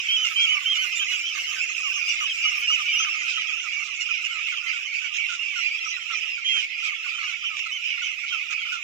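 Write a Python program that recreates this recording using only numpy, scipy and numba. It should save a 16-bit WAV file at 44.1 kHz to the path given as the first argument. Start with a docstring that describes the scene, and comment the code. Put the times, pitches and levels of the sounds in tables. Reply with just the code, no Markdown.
"""An open yard, with a very large flock of young ducks calling to the right of a two-port microphone.
Most voices are still whistled peeps; breaking voices yelp an octave lower and turn hoarse as the
membrane in the throat flaps. Close by, peeps, yelps, squeals, honks, quacks and squawks stand out
with a short echo. Behind them is a dense chorus, the far flock melts into a patchy rush, and a
faint rumble of air and distant motors lies below."""
import sys
import numpy as np
from scipy import signal
from scipy.fft import rfft, irfft, next_fast_len
from scipy.io import wavfile
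from scipy.ndimage import uniform_filter1d, map_coordinates
from numba import njit

SR = 44100
rng = np.random.default_rng(int(sys.argv[2]) if len(sys.argv) > 2 else 0)


def transcribe(u):
    """Save the signal u as a 16-bit wav file named by the first command-line argument.

    u: samples, shape (n,) or (channels, n), limited to [-1, 1]; the rate is SR.
    q: integer samples, one column per channel.
    """
    v = np.clip(np.atleast_2d(u).T, -1, 1)
    q = np.round(v * 32767).astype(np.int16)
    wavfile.write(sys.argv[1], SR, q)


N = 389403
TIME_S = np.arange(N) / SR
TOP_HZ, FLAP_HZ = 15720, 360  # band limit of the microphone; flap rate of a hoarse membrane

# Peeps close to the microphone: start_s, length_s, pitch_hz, climb_share_per_s, level_db, overtone_db
PEEPS = [(.082, .098, 3170, .8, -17, -22), (.16, .093, 3000, .4, -20, -3),
         (.356, 0.108, 3170, .8, -15, -14), (0.47, .088, 2960, .8, -17, -12),
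         (.652, .096, 3130, .8, -17, -14), (0.75, 0.1, 2980, .8, -21.5, 0), (0.952, 0.055, 3540, 0, -33, 9),
         (0.993, 0.051, 3156, 2, -18.5, -7), (1.079, 0.094, 2875, 0.5, -23, -2),
         (1.226, 0.081, 3100, 1.7, -26.5, -7), (1.486, 0.037, 2744, 2, -27, -6),
         (1.602, 0.05, 2673, 3.5, -22, -9), (1.839, 0.1, 2725, -1.2, -22, -8),
         (1.935, 0.075, 2810, 0.5, -24.5, 3.5), (2.04, 0.083, 2440, 0.2, -28.5, 14),
         (2.09, .042, 2850, .6, -23, 6), (2.198, 0.082, 2920, 1.1, -22.5, 3),
         (2.436, 0.069, 2910, 1, -16.5, -1), (2.674, 0.089, 2890, 1.2, -15.5, -0.5),
         (2.857, 0.12, 3040, 0.8, -26, -6), (2.93, 0.058, 2820, 3, -18, -2),
         (2.978, 0.073, 3120, 2, -22.5, 14.5), (3.09, 0.063, 2705, 1, -22.5, 1.5),
         (3.286, 0.098, 2550, 1, -31, -14), (3.465, 0.064, 3265, 0, -29, -8),
         (3.751, 0.064, 2280, 1, -24, -13), (4.104, 0.057, 2450, 0, -18.5, -6),
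         (4.38, 0.098, 2520, 2, -26.5, -7), (4.467, 0.082, 2180, 0, -27, 3),
         (4.657, 0.077, 2105, 1, -26, -7), (4.676, 0.04, 2460, 3.5, -32, 16),
         (4.691, 0.051, 2690, -1.5, -26, -2), (4.923, 0.078, 2295, 1.5, -23.5, 4),
         (5.14, 0.055, 2690, -1, -24, -8), (5.179, 0.084, 2276, 0, -23, -14),
         (5.237, 0.066, 2670, -1, -26, -7), (5.387, 0.055, 2804, 2, -23.5, -21),
         (5.465, 0.088, 2264, -0.5, -27, -13), (5.631, 0.072, 2387, 0.3, -20.5, -1.5),
         (6.492, 0.052, 2640, -.5, -23, -1), (6.139, 0.054, 2398, 1, -22.5, -10),
         (6.828, 0.078, 2330, -1.4, -23, -3), (7.145, 0.053, 3080, 1, -26.5, 2),
         (7.441, 0.054, 3050, 1.5, -23.5, -12), (7.71, .075, 3033, 1, -25, -2),
         (8.017, .065, 3015, 1.8, -26, 3), (7.715, 0.064, 2210, 0, -31, 0),
         (7.836, 0.1, 2610, -1, -25, -6.5), (8, 0.068, 2224, 1, -29.5, 1),
         (8.29, 0.067, 3146, 0.5, -26.5, -6), (8.587, 0.062, 3167, -0.8, -32.5, -11)]
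def peeps():
    """Young birds whistle: the pitch glides, bows up in the middle and hooks down at the end."""
    start, length, hz, climb, db, overtone_db = np.transpose(PEEPS)
    glide = climb * length / 2
    arch = hz * np.array([1 - glide, np.full_like(hz, 1.016), 1 + glide])
    left_db = curves(CHORUS, start)[-1] + .24  # from the same side as the flock
    return voices(start, length, arch, db, left_db, overtone_db=overtone_db, count=2,
                  quiver=.0025, flutter_db=1.5, skew=1., edge_s=.009, hook=.12)[:2]


# One long peep, close by: start_s, length_s, start_hz, middle_hz, end_hz, level_db, overtone_db
LONG_PEEP = [(6.44, .18, 2930, 3195, 3010, -18, -8)]
def long_peep():
    """A held whistle that scoops up and sinks."""
    start, length, *arch, db, overtone_db = np.transpose(LONG_PEEP)
    return voices(start, length, np.array(arch), db, left_db=-7, overtone_db=overtone_db, count=2,
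                  quiver=.002, flutter_db=1.2, skew=.55, edge_s=.022)[:2]


# Squeals close by, well to the right: start_s, length_s, pitch_hz, level_db
SQUEALS = [(5.572, .07, 5580, -33), (5.845, .075, 5580, -33), (6.12, .08, 5620, -33)]
def squeals():
    """High, raspy, arched notes; the membrane also flaps weakly at half the pitch."""
    start, length, hz, db = np.transpose(SQUEALS)
    arch = np.outer((1, 1.03, .97), hz)
    return voices(start, length, arch, db, left_db=-10.5, note_partial=2, between_db=-18, count=2,
                  quiver=.016, flutter_db=4., skew=3., edge_s=.009)[:2]


# Yelps close by: start_s, length_s, pitch_hz, level_db
YELPS = [(0.16, 0.056, 1317, -41.5), (0.232, 0.0466, 1316, -35.5), (0.303, 0.037, 1296, -36),
         (0.811, 0.067, 1482, -34.5), (1.008, 0.036, 1586, -37), (1.112, 0.047, 1480, -43),
         (1.342, 0.049, 1188, -35.5), (1.552, 0.065, 1513, -36), (1.692, 0.022, 1240, -33.5),
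         (1.825, 0.0715, 1190, -35.5), (1.957, 0.0363, 1180, -35), (2.203, 0.051, 1213, -30.5),
         (2.444, 0.033, 1258, -28.5), (2.695, 0.028, 1256, -26), (2.79, 0.0346, 1210, -31),
         (2.995, 0.032, 1302, -25.5), (3.04, 0.062, 1253, -32.5), (3.141, 0.031, 1285, -35),
         (3.229, 0.061, 1380, -38), (3.366, 0.034, 1287, -31), (3.437, 0.029, 1300, -41.5),
         (3.634, 0.054, 1303, -35.5), (3.992, 0.024, 1370, -40), (4.084, 0.0392, 1352, -32),
         (4.302, 0.107, 1314, -38), (4.517, 0.039, 1400, -33), (4.621, 0.098, 1346, -39.5),
         (4.725, 0.061, 1420, -35.5), (5.01, 0.076, 1464, -41), (5.288, 0.048, 1405, -30.5),
         (5.325, 0.044, 1404, -34), (5.553, 0.054, 1406, -30.5), (5.854, 0.03, 1290, -28),
         (5.965, 0.036, 1420, -38), (6.096, 0.056, 1328, -30.5), (6.374, 0.035, 1390, -36.5),
         (6.536, 0.05, 1350, -37), (6.819, 0.094, 1280, -40.5), (7.036, 0.061, 1426, -40),
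         (7.11, 0.023, 1300, -36.5), (7.131, 0.04, 1360, -39), (7.176, 0.091, 1307, -37),
         (7.267, 0.067, 1407, -38), (7.434, 0.021, 1370, -33.5), (7.497, 0.072, 1255, -35),
         (7.654, 0.027, 1314, -30.5), (7.973, 0.025, 1365, -34.5), (8.012, 0.0327, 1416, -32.5),
         (8.234, 0.025, 1386, -36), (8.317, 0.049, 1374, -29.5), (8.493, 0.056, 1297, -37.5),
         (8.658, 0.05, 1356, -40), (8.715, 0.063, 1410, -27.5)]
def yelps(breath):
    """Breaking voices with weak overtones; every call falls in pitch."""
    start, length, hz, db = np.transpose(YELPS)
    sag_hz = 3490 * np.minimum(length, .05) * rng.uniform(.7, 1.3, len(start))
    return hoarse_voices(start, length, falling(hz, sag_hz), db, breath,
                         overtone_db=-20, hoarse_db=-6, breath_db=-13)


# One bird honking close by: start_s, length_s, level_db
HONKS = [(0.241, 0.053, -45.5), (0.747, 0.038, -43), (2.069, 0.088, -51.5), (4.002, 0.042, -49.5),
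         (4.241, 0.036, -48)]
def honks(breath):
    """A brassy, almost steady note; the membrane also flaps at half the pitch."""
    start, length, db = np.transpose(HONKS)
    arch = falling(np.full_like(start, 1414), span_hz=34)
    calls = voices(start, length, arch, db, left_db=-6, note_partial=2, overtone_db=7, between_db=-1,
                   count=16, quiver=.008, flutter_db=3., skew=1.9, edge_s=.009)
    return breathy(calls, breath, breath_db=-15)


# The oldest birds, close by: start_s, length_s, pitch_hz, lowest_partial_db, overtone_db
QUACKS = [(0.38, 0.048, 368, -60, -16), (0.846, 0.036, 370, -58, -37), (1.108, 0.049, 390.5, -53, -18.5),
          (1.35, 0.098, 453, -61, -19), (1.509, 0.088, 424, -64.5, -15), (2.686, 0.056, 370, -70, -29),
          (5.131, 0.055, 353, -73, 3), (5.275, 0.1, 334.3, -64, -9.5), (6.139, .07, 434, -63.5, -18),
          (6.554, 0.11, 371, -72.5, -0.5), (6.832, 0.058, 357, -75, 1), (7.059, 0.024, 363, -70, -8),
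          (7.292, .055, 380, -66, -9.5), (7.559, 0.048, 377.5, -68, -4.5), (8.029, 0.062, 363, -75.5, 2.5),
          (8.501, 0.049, 341, -71, 1.5)]
def quacks(breath):
    """Deep, breathy pulse trains whose upper partials ring in throat and bill."""
    start, length, hz, db, overtone_db = np.transpose(QUACKS)
    arch = np.outer((1.01, 1, .965), hz)
    calls = voices(start, length, arch, db, left_db=-6.5, overtone_db=overtone_db, count=24,
                   quiver=.007, flutter_db=3.5, skew=1.5, edge_s=.014)
    return breathy(calls, breath, breath_db=-8)


# Harsh squawks close by: start_s, length_s, level_db
SQUAWKS = [(3.272, .09, -29), (3.835, .055, -32), (6.57, .06, -36), (6.825, .065, -31), (8.265, .05, -33)]
# Their tone colour: frequency_hz, density_db
SQUAWK_SPECTRUM = [(1800, -40), (2800, 0), (4400, 8), (5500, 0), (7200, -8), (9000, -40)]
def squawks():
    """Bursts of bright air noise, chopped by the flapping membrane."""
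    swell = sum(amp(db) * np.sin(np.pi * np.clip((TIME_S - start) / length, 0, 1))
                for start, length, db in SQUAWKS)
    chopped = unit((1 + np.cos(2 * np.pi * FLAP_HZ * TIME_S)) ** 2)
    return swell * chopped * rush(SQUAWK_SPECTRUM, alike=.6, patchy_db=2) * amp([[-9], [0]])


# Breath in the calls, from the right: frequency_hz, density_db
BREATH_SPECTRUM = [(900, -18), (1500, 7.5), (4000, 1.5), (6500, 5), (9000, -18.5), (12000, -25.5),
                   (15700, -26)]
def breath_noise():
    """Air rasping past the membrane."""
    return rush(BREATH_SPECTRUM, alike=.5, patchy_db=7) * amp([[-10], [0]])


def breathy(calls, breath, breath_db):
    """Stereo calls with air noise that follows their envelope."""
    return calls[:2] + amp(breath_db) * calls[2] * breath


def hoarse_voices(start, length, arch, db, breath, overtone_db, hoarse_db, breath_db):
    """The membrane also flaps near FLAP_HZ, which fills the gaps between the overtones."""
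    calls = voices(start, length, arch, db, left_db=-8, count=32,
                   note_partial=np.round(arch[1] / FLAP_HZ).astype(int),
                   overtone_db=overtone_db, between_db=overtone_db + hoarse_db,
                   quiver=.009, flutter_db=2.5, skew=1.5, edge_s=.012, lead_s=.0006, scatter_s=.0001)
    return breathy(calls, breath, breath_db)


# What throat and bill let through: frequency_hz, gain_db
THROAT = [(150, -69), (250, -35.5), (996, -47), (1180, -7), (1340, -16), (1670, -30), (2210, -3.5),
          (2670, -3), (3170, -4), (3840, -11), (4480, -13), (5810, -18.5), (7270, -18), (8790, -52.5),
          (15600, -36.5)]
def voices(start, length, arch, db, left_db, count, quiver, flutter_db, skew, edge_s,
           note_partial=1, overtone_db=0, between_db=0, lead_s=.0005, scatter_s=.0003, hook=0.):
    """Pulse trains of count partials, shaped by the throat; returns left, right and envelope."""
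    k = np.arange(1, count + 1)
    note = np.broadcast_to(note_partial, start.shape)[:, None]
    note_hz = arch[1][:, None]
    partial_hz = note_hz * k / note
    shape_db = along(THROAT, partial_hz) - along(THROAT, note_hz)
    # multiples of the sung note are overtones; the partials between them make the voice hoarse
    trim_db = np.where(k % note == 0, np.c_[overtone_db], np.c_[between_db])
    chance = rng.standard_normal((len(start), 2 * count + 1))
    shape_db += (trim_db + 3 * chance[:, :count]) * (k != note)
    phases = np.exp(1.2j * chance[:, count:-1])
    partials = amp(db[:, None] + shape_db) * (partial_hz < TOP_HZ) * phases
    lead = np.clip((lead_s + scatter_s * chance[:, -1]) * SR, 0, None)  # the left port hears it first
    calls = np.c_[start, length, arch.T / note, amp(left_db + 0 * start), lead]
    pitch_wobble = quiver * slow(knots=2600)
    flutter = amp(flutter_db * slow(knots=2600))
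    return sing(calls, partials, pitch_wobble, flutter, skew, edge_s, hook)


@njit
def sing(calls, partials, pitch_wobble, flutter, skew, edge_s, hook):
    """Sums soft-edged calls, each on a pitch arch through three points; skew above 1 bends it late."""
    out = np.zeros((3, N))
    for c in range(len(calls)):
        start, length, start_hz, middle_hz, end_hz, left_gain, lead = calls[c]
        first, n = int(start * SR), int(length * SR)
        phase, mid = 0., .5 ** skew
        loudest = np.abs(partials[c]).max()
        for i in range(max(0, -first), min(n, N - first - int(lead))):
            v = (i / n) ** skew
            own = (first + i + 371 * c) % N  # each bird wavers in its own way
            hz = (start_hz * (v - mid) * (v - 1) / mid
                  + middle_hz * v * (v - 1) / (mid * (mid - 1))
                  + end_hz * v * (v - mid) / (1 - mid))
            hz *= 1 - hook * max(0., 1 - (n - i) / (.03 * SR)) ** 2  # drop over the last 30 ms
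            phase += 2 * np.pi * hz * (1 + pitch_wobble[own]) / SR
            edge = min(1., min(1.3 * i, n - i) / (edge_s * SR))
            envelope = flutter[own] * np.sin(np.pi / 2 * edge) ** 2
            fundamental = np.exp(1j * phase)
            harmonic, wave = fundamental, 0.
            for gain in partials[c]:
                wave += (gain * harmonic).imag
                harmonic *= fundamental
            out[0, first + i] += left_gain * envelope * wave
            out[1, first + i + int(lead)] += envelope * wave
            out[2, first + i] += envelope * loudest
    return out


def yard_echo(close, t60_s=.22):
    """Short scattered echoes off the bodies and the bank."""
    t = np.arange(SR // 4) / SR
    tail = rng.standard_normal((2, len(t))) * amp(-60 * t / t60_s) * (t > .004)
    return signal.fftconvolve(close, tail / np.linalg.norm(tail[0]), axes=1)[:, :N]


def crowd(count, centre_hz, spread, rise, fall, length_s, scatter_db):
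    """Start, length, pitch arch and level of random calls; the throat favours some pitches."""
    start = rng.random(count) * (N / SR + .1) - .1
    pitch, onset, ending, duration, level = rng.standard_normal((5, count))
    hz = centre_hz * np.exp(2 * spread * np.tanh(pitch / 2))  # few birds stray far from the common pitch
    drop = fall * np.exp(.624 * np.clip(ending, -3, 1.1))
    arch = hz * np.array([1 + rise + .03956 * onset, np.ones(count), 1 - drop])
    db = scatter_db * np.clip(level, -3, 1.5) + .48 * along(THROAT, hz)
    return start, length_s * np.exp(.25 * duration), arch, db


def crowd_peeps(birds=1500):
    """Overlapping whistles, scattered widely from left to right."""
    calls = crowd(birds, centre_hz=2520, spread=.13, rise=-.015, fall=.065, length_s=.05, scatter_db=5.5)
    return unit(voices(*calls, left_db=5 * rng.standard_normal(birds), overtone_db=-1.9, count=2,
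                       quiver=.011, flutter_db=2.5, skew=1.4, edge_s=.016)[:2])


def crowd_squeals(birds=1700):
    """Thin, high whistles that make the chorus shrill."""
    calls = crowd(birds, centre_hz=5714, spread=.2, rise=.0072, fall=.036, length_s=.048, scatter_db=2.5)
    return unit(voices(*calls, left_db=2.1 * rng.standard_normal(birds), count=1,
                       quiver=.0154, flutter_db=2.5, skew=1.494, edge_s=.037)[:2])


# Clucking from within the flock: time_s, level_db
CLUCKING = [(0.0, -49.5), (0.47, -41), (1.01, -45.5), (2.26, -50), (2.61, -43), (3.44, -43.5), (3.86, -49),
            (4.57, -47.5), (4.75, -51), (5.56, -53.5), (6.1, -46.5), (6.69, -61.5), (6.88, -45.5),
            (7.03, -44.5), (8.12, -53.5), (8.58, -46), (8.68, -41), (8.83, -54)]
def clucks(breath, count=330):
    """Short calls of breaking voices at a nearly even pace."""
    _, length, arch, db = crowd(count, centre_hz=1303, spread=.079, rise=.0492, fall=.089,
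                                length_s=.0341, scatter_db=2.5)
    start = np.linspace(0, N / SR, count) + .0079 * rng.standard_normal(count)
    calls = hoarse_voices(start, length, arch, db, breath,
                          overtone_db=-14 + 4 * rng.standard_normal(count),
                          hoarse_db=-26.5, breath_db=-38.5)
    return amp(curves(CLUCKING, TIME_S)[0]) * unit(calls)


# The body of the flock, farther off: time_s, shrill_db, hiss_db, left_against_right_db
CHORUS = [(0.0, -41.5, -56.5, -4), (0.59, -40, -53.5, -6), (0.73, -43, -50, -5.5), (1.45, -36, -58.5, -6),
          (2.92, -39, -56, -4), (3.49, -42, -71, -8), (4.3, -45, -70.5, -7.5), (7.92, -58.5, -68, -7),
          (8.83, -59.5, -67, -6)]
# Swells and lulls of its peeping: time_s, relative_level_db
SURGES = [(0.0, -30), (1.7, -31.5), (2.29, -29), (2.36, -28.5), (2.48, -29.5), (2.88, -30), (2.92, -28.5),
          (3.69, -30.5), (3.79, -31), (3.96, -34), (4.13, -29.5), (4.2, -33.5), (4.52, -30), (4.65, -34),
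          (4.67, -28), (4.92, -33), (4.94, -28.5), (5.11, -33), (5.19, -31), (5.36, -32.5), (5.61, -29.5),
          (5.68, -29.5), (5.7, -31.5), (6.27, -30), (6.42, -34), (6.52, -29), (6.57, -31.5), (6.62, -30),
          (6.69, -35.5), (6.88, -29), (6.98, -34.5), (7.08, -29), (7.55, -33), (7.6, -30.5), (7.8, -33.5),
          (7.89, -29.5), (7.94, -32), (8.83, -33)]
def chorus(breath):
    """Hundreds of peeps, squeals and clucks with a rasp of air, and the far flock behind them."""
    shrill_db, hiss_db, left_db = curves(CHORUS, TIME_S)
    peep_db = curves(SURGES, TIME_S)[0] + 4.5
    whistles = amp(peep_db) * crowd_peeps() + amp(shrill_db) * crowd_squeals()
    clucking = clucks(breath)
    far = amp(peep_db - 3) * far_flock()
    hiss = amp(hiss_db) * bill_hiss()
    rasp = amp(shrill_db - 3.5) * breath
    return amp([left_db, np.zeros(N)]) * (whistles + far + hiss) + clucking + rasp


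# Hiss over the flock: frequency_hz, density_db
HISS_SPECTRUM = [(5000, -9), (8500, -6), (12000, -1.5), (15700, -3.5)]
def bill_hiss():
    """Air through many bills, flickering in level."""
    flicker_db = 4.5 * slow(knots=160)
    return amp(flicker_db) * rush(HISS_SPECTRUM, alike=.063, patchy_db=3.5)


# The birds farthest from the microphone: frequency_hz, density_db
FAR_SPECTRUM = [(410, -71), (700, -36), (1020, -35.5), (1320, -38), (1780, -15.5), (2160, -5), (2500, 6.5),
                (3830, -12.5), (7050, -21), (8020, -31), (8900, -60.5), (11700, -38.5), (15600, -50)]
def far_flock():
    """Distant calls melt into a patchy rush."""
    return rush(FAR_SPECTRUM, alike=.037, patchy_db=3.5)


# Low background of the yard: frequency_hz, density_db
RUMBLE_SPECTRUM = [(12, -46), (20, -12.5), (71, 2.5), (157, -7), (381, -4.5), (537, -11), (952, -11.5),
                   (1000, -20), (1300, -35), (2200, -120)]
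# Its slow drift: time_s, relative_level_db
RUMBLE_LEVEL = [(0.0, -66), (5.19, -70.5), (8.83, -69)]
def rumble():
    """Air and distant motors, stronger on the right and much the same all along."""
    air = rush(RUMBLE_SPECTRUM, alike=.2, patchy_db=.4, left_lag_s=.002)
    return amp(curves(RUMBLE_LEVEL, TIME_S)[0] + [[-6], [4]]) * air


def rush(spectrum, alike, patchy_db, left_lag_s=-.0005):
    """Stereo noise, patchy in time and frequency; alike (0-1) sets how much both ports share."""
    cells = signal.stft(rng.standard_normal((2, N)), nperseg=512)[2]
    patches = uniform_filter1d(rng.standard_normal(cells.shape[1:]), 5, axis=0)
    patches = uniform_filter1d(patches, 8, axis=1)
    shared, own = signal.istft(cells * amp(patchy_db * unit(patches)), nperseg=512)[1][:, :N]
    left = alike * np.roll(shared, round(left_lag_s * SR)) + np.sqrt(1 - alike ** 2) * own
    return unit(filtered(np.array([left, shared]), lambda hz: amp(along(spectrum, hz))))


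def amp(db):
    """Gain of a level in dB."""
    return 10 ** (np.asarray(db) / 20)


def unit(x):
    """Scaled to rms 1."""
    return x / np.sqrt(np.mean(x ** 2) + 1e-20)


def along(spectrum, hz):
    """Level of a spectrum at hz, interpolated on a log frequency axis."""
    knots_hz, db = np.transpose(spectrum)
    return np.interp(np.log1p(hz), np.log1p(knots_hz), db)


def curves(rows, at_s):
    """The value of each column at the given times."""
    times, *columns = np.transpose(rows)
    return [np.interp(at_s, times, column) for column in columns]


def filtered(x, response):
    """x through a gain that depends on frequency."""
    size = next_fast_len(N + SR // 2)
    return irfft(rfft(x, size) * response(np.fft.rfftfreq(size, 1 / SR)), size)[..., :N]


def slow(knots):
    """A smooth random curve."""
    return map_coordinates(rng.standard_normal(knots), [np.linspace(0, knots - 1, N)])


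def falling(hz, span_hz):
    """Start, middle and end pitch of a fall."""
    return np.array([hz + span_hz / 2, hz, hz - span_hz / 2])


def scene():
    """Near calls with their echoes, over chorus and rumble."""
    breath = breath_noise()
    close = peeps() + squeals() + long_peep() + yelps(breath) + honks(breath) + quacks(breath) + squawks()
    return close + amp(-17) * yard_echo(close) + chorus(breath) + rumble()


# The microphone's shaded left port against its right: frequency_hz, gain_db
LEFT_PORT = [(100, -1.5), (1300, -3), (2400, -3), (4400, -0.5), (8000, -2.5), (15000, 0.5)]
def record(dry):
    """The left port is a little weaker; the housing notches both, and nothing passes above TOP_HZ."""
    notch_hz, width_hz, depth = 4400, 563, .78

    def response(hz):
        notch = 1 - depth * np.exp(-((hz - notch_hz) / width_hz) ** 2)
        return amp([along(LEFT_PORT, hz), 0 * hz]) * notch * (hz < TOP_HZ)
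    return filtered(dry, response)


dry = scene()
out = record(dry)
transcribe(out)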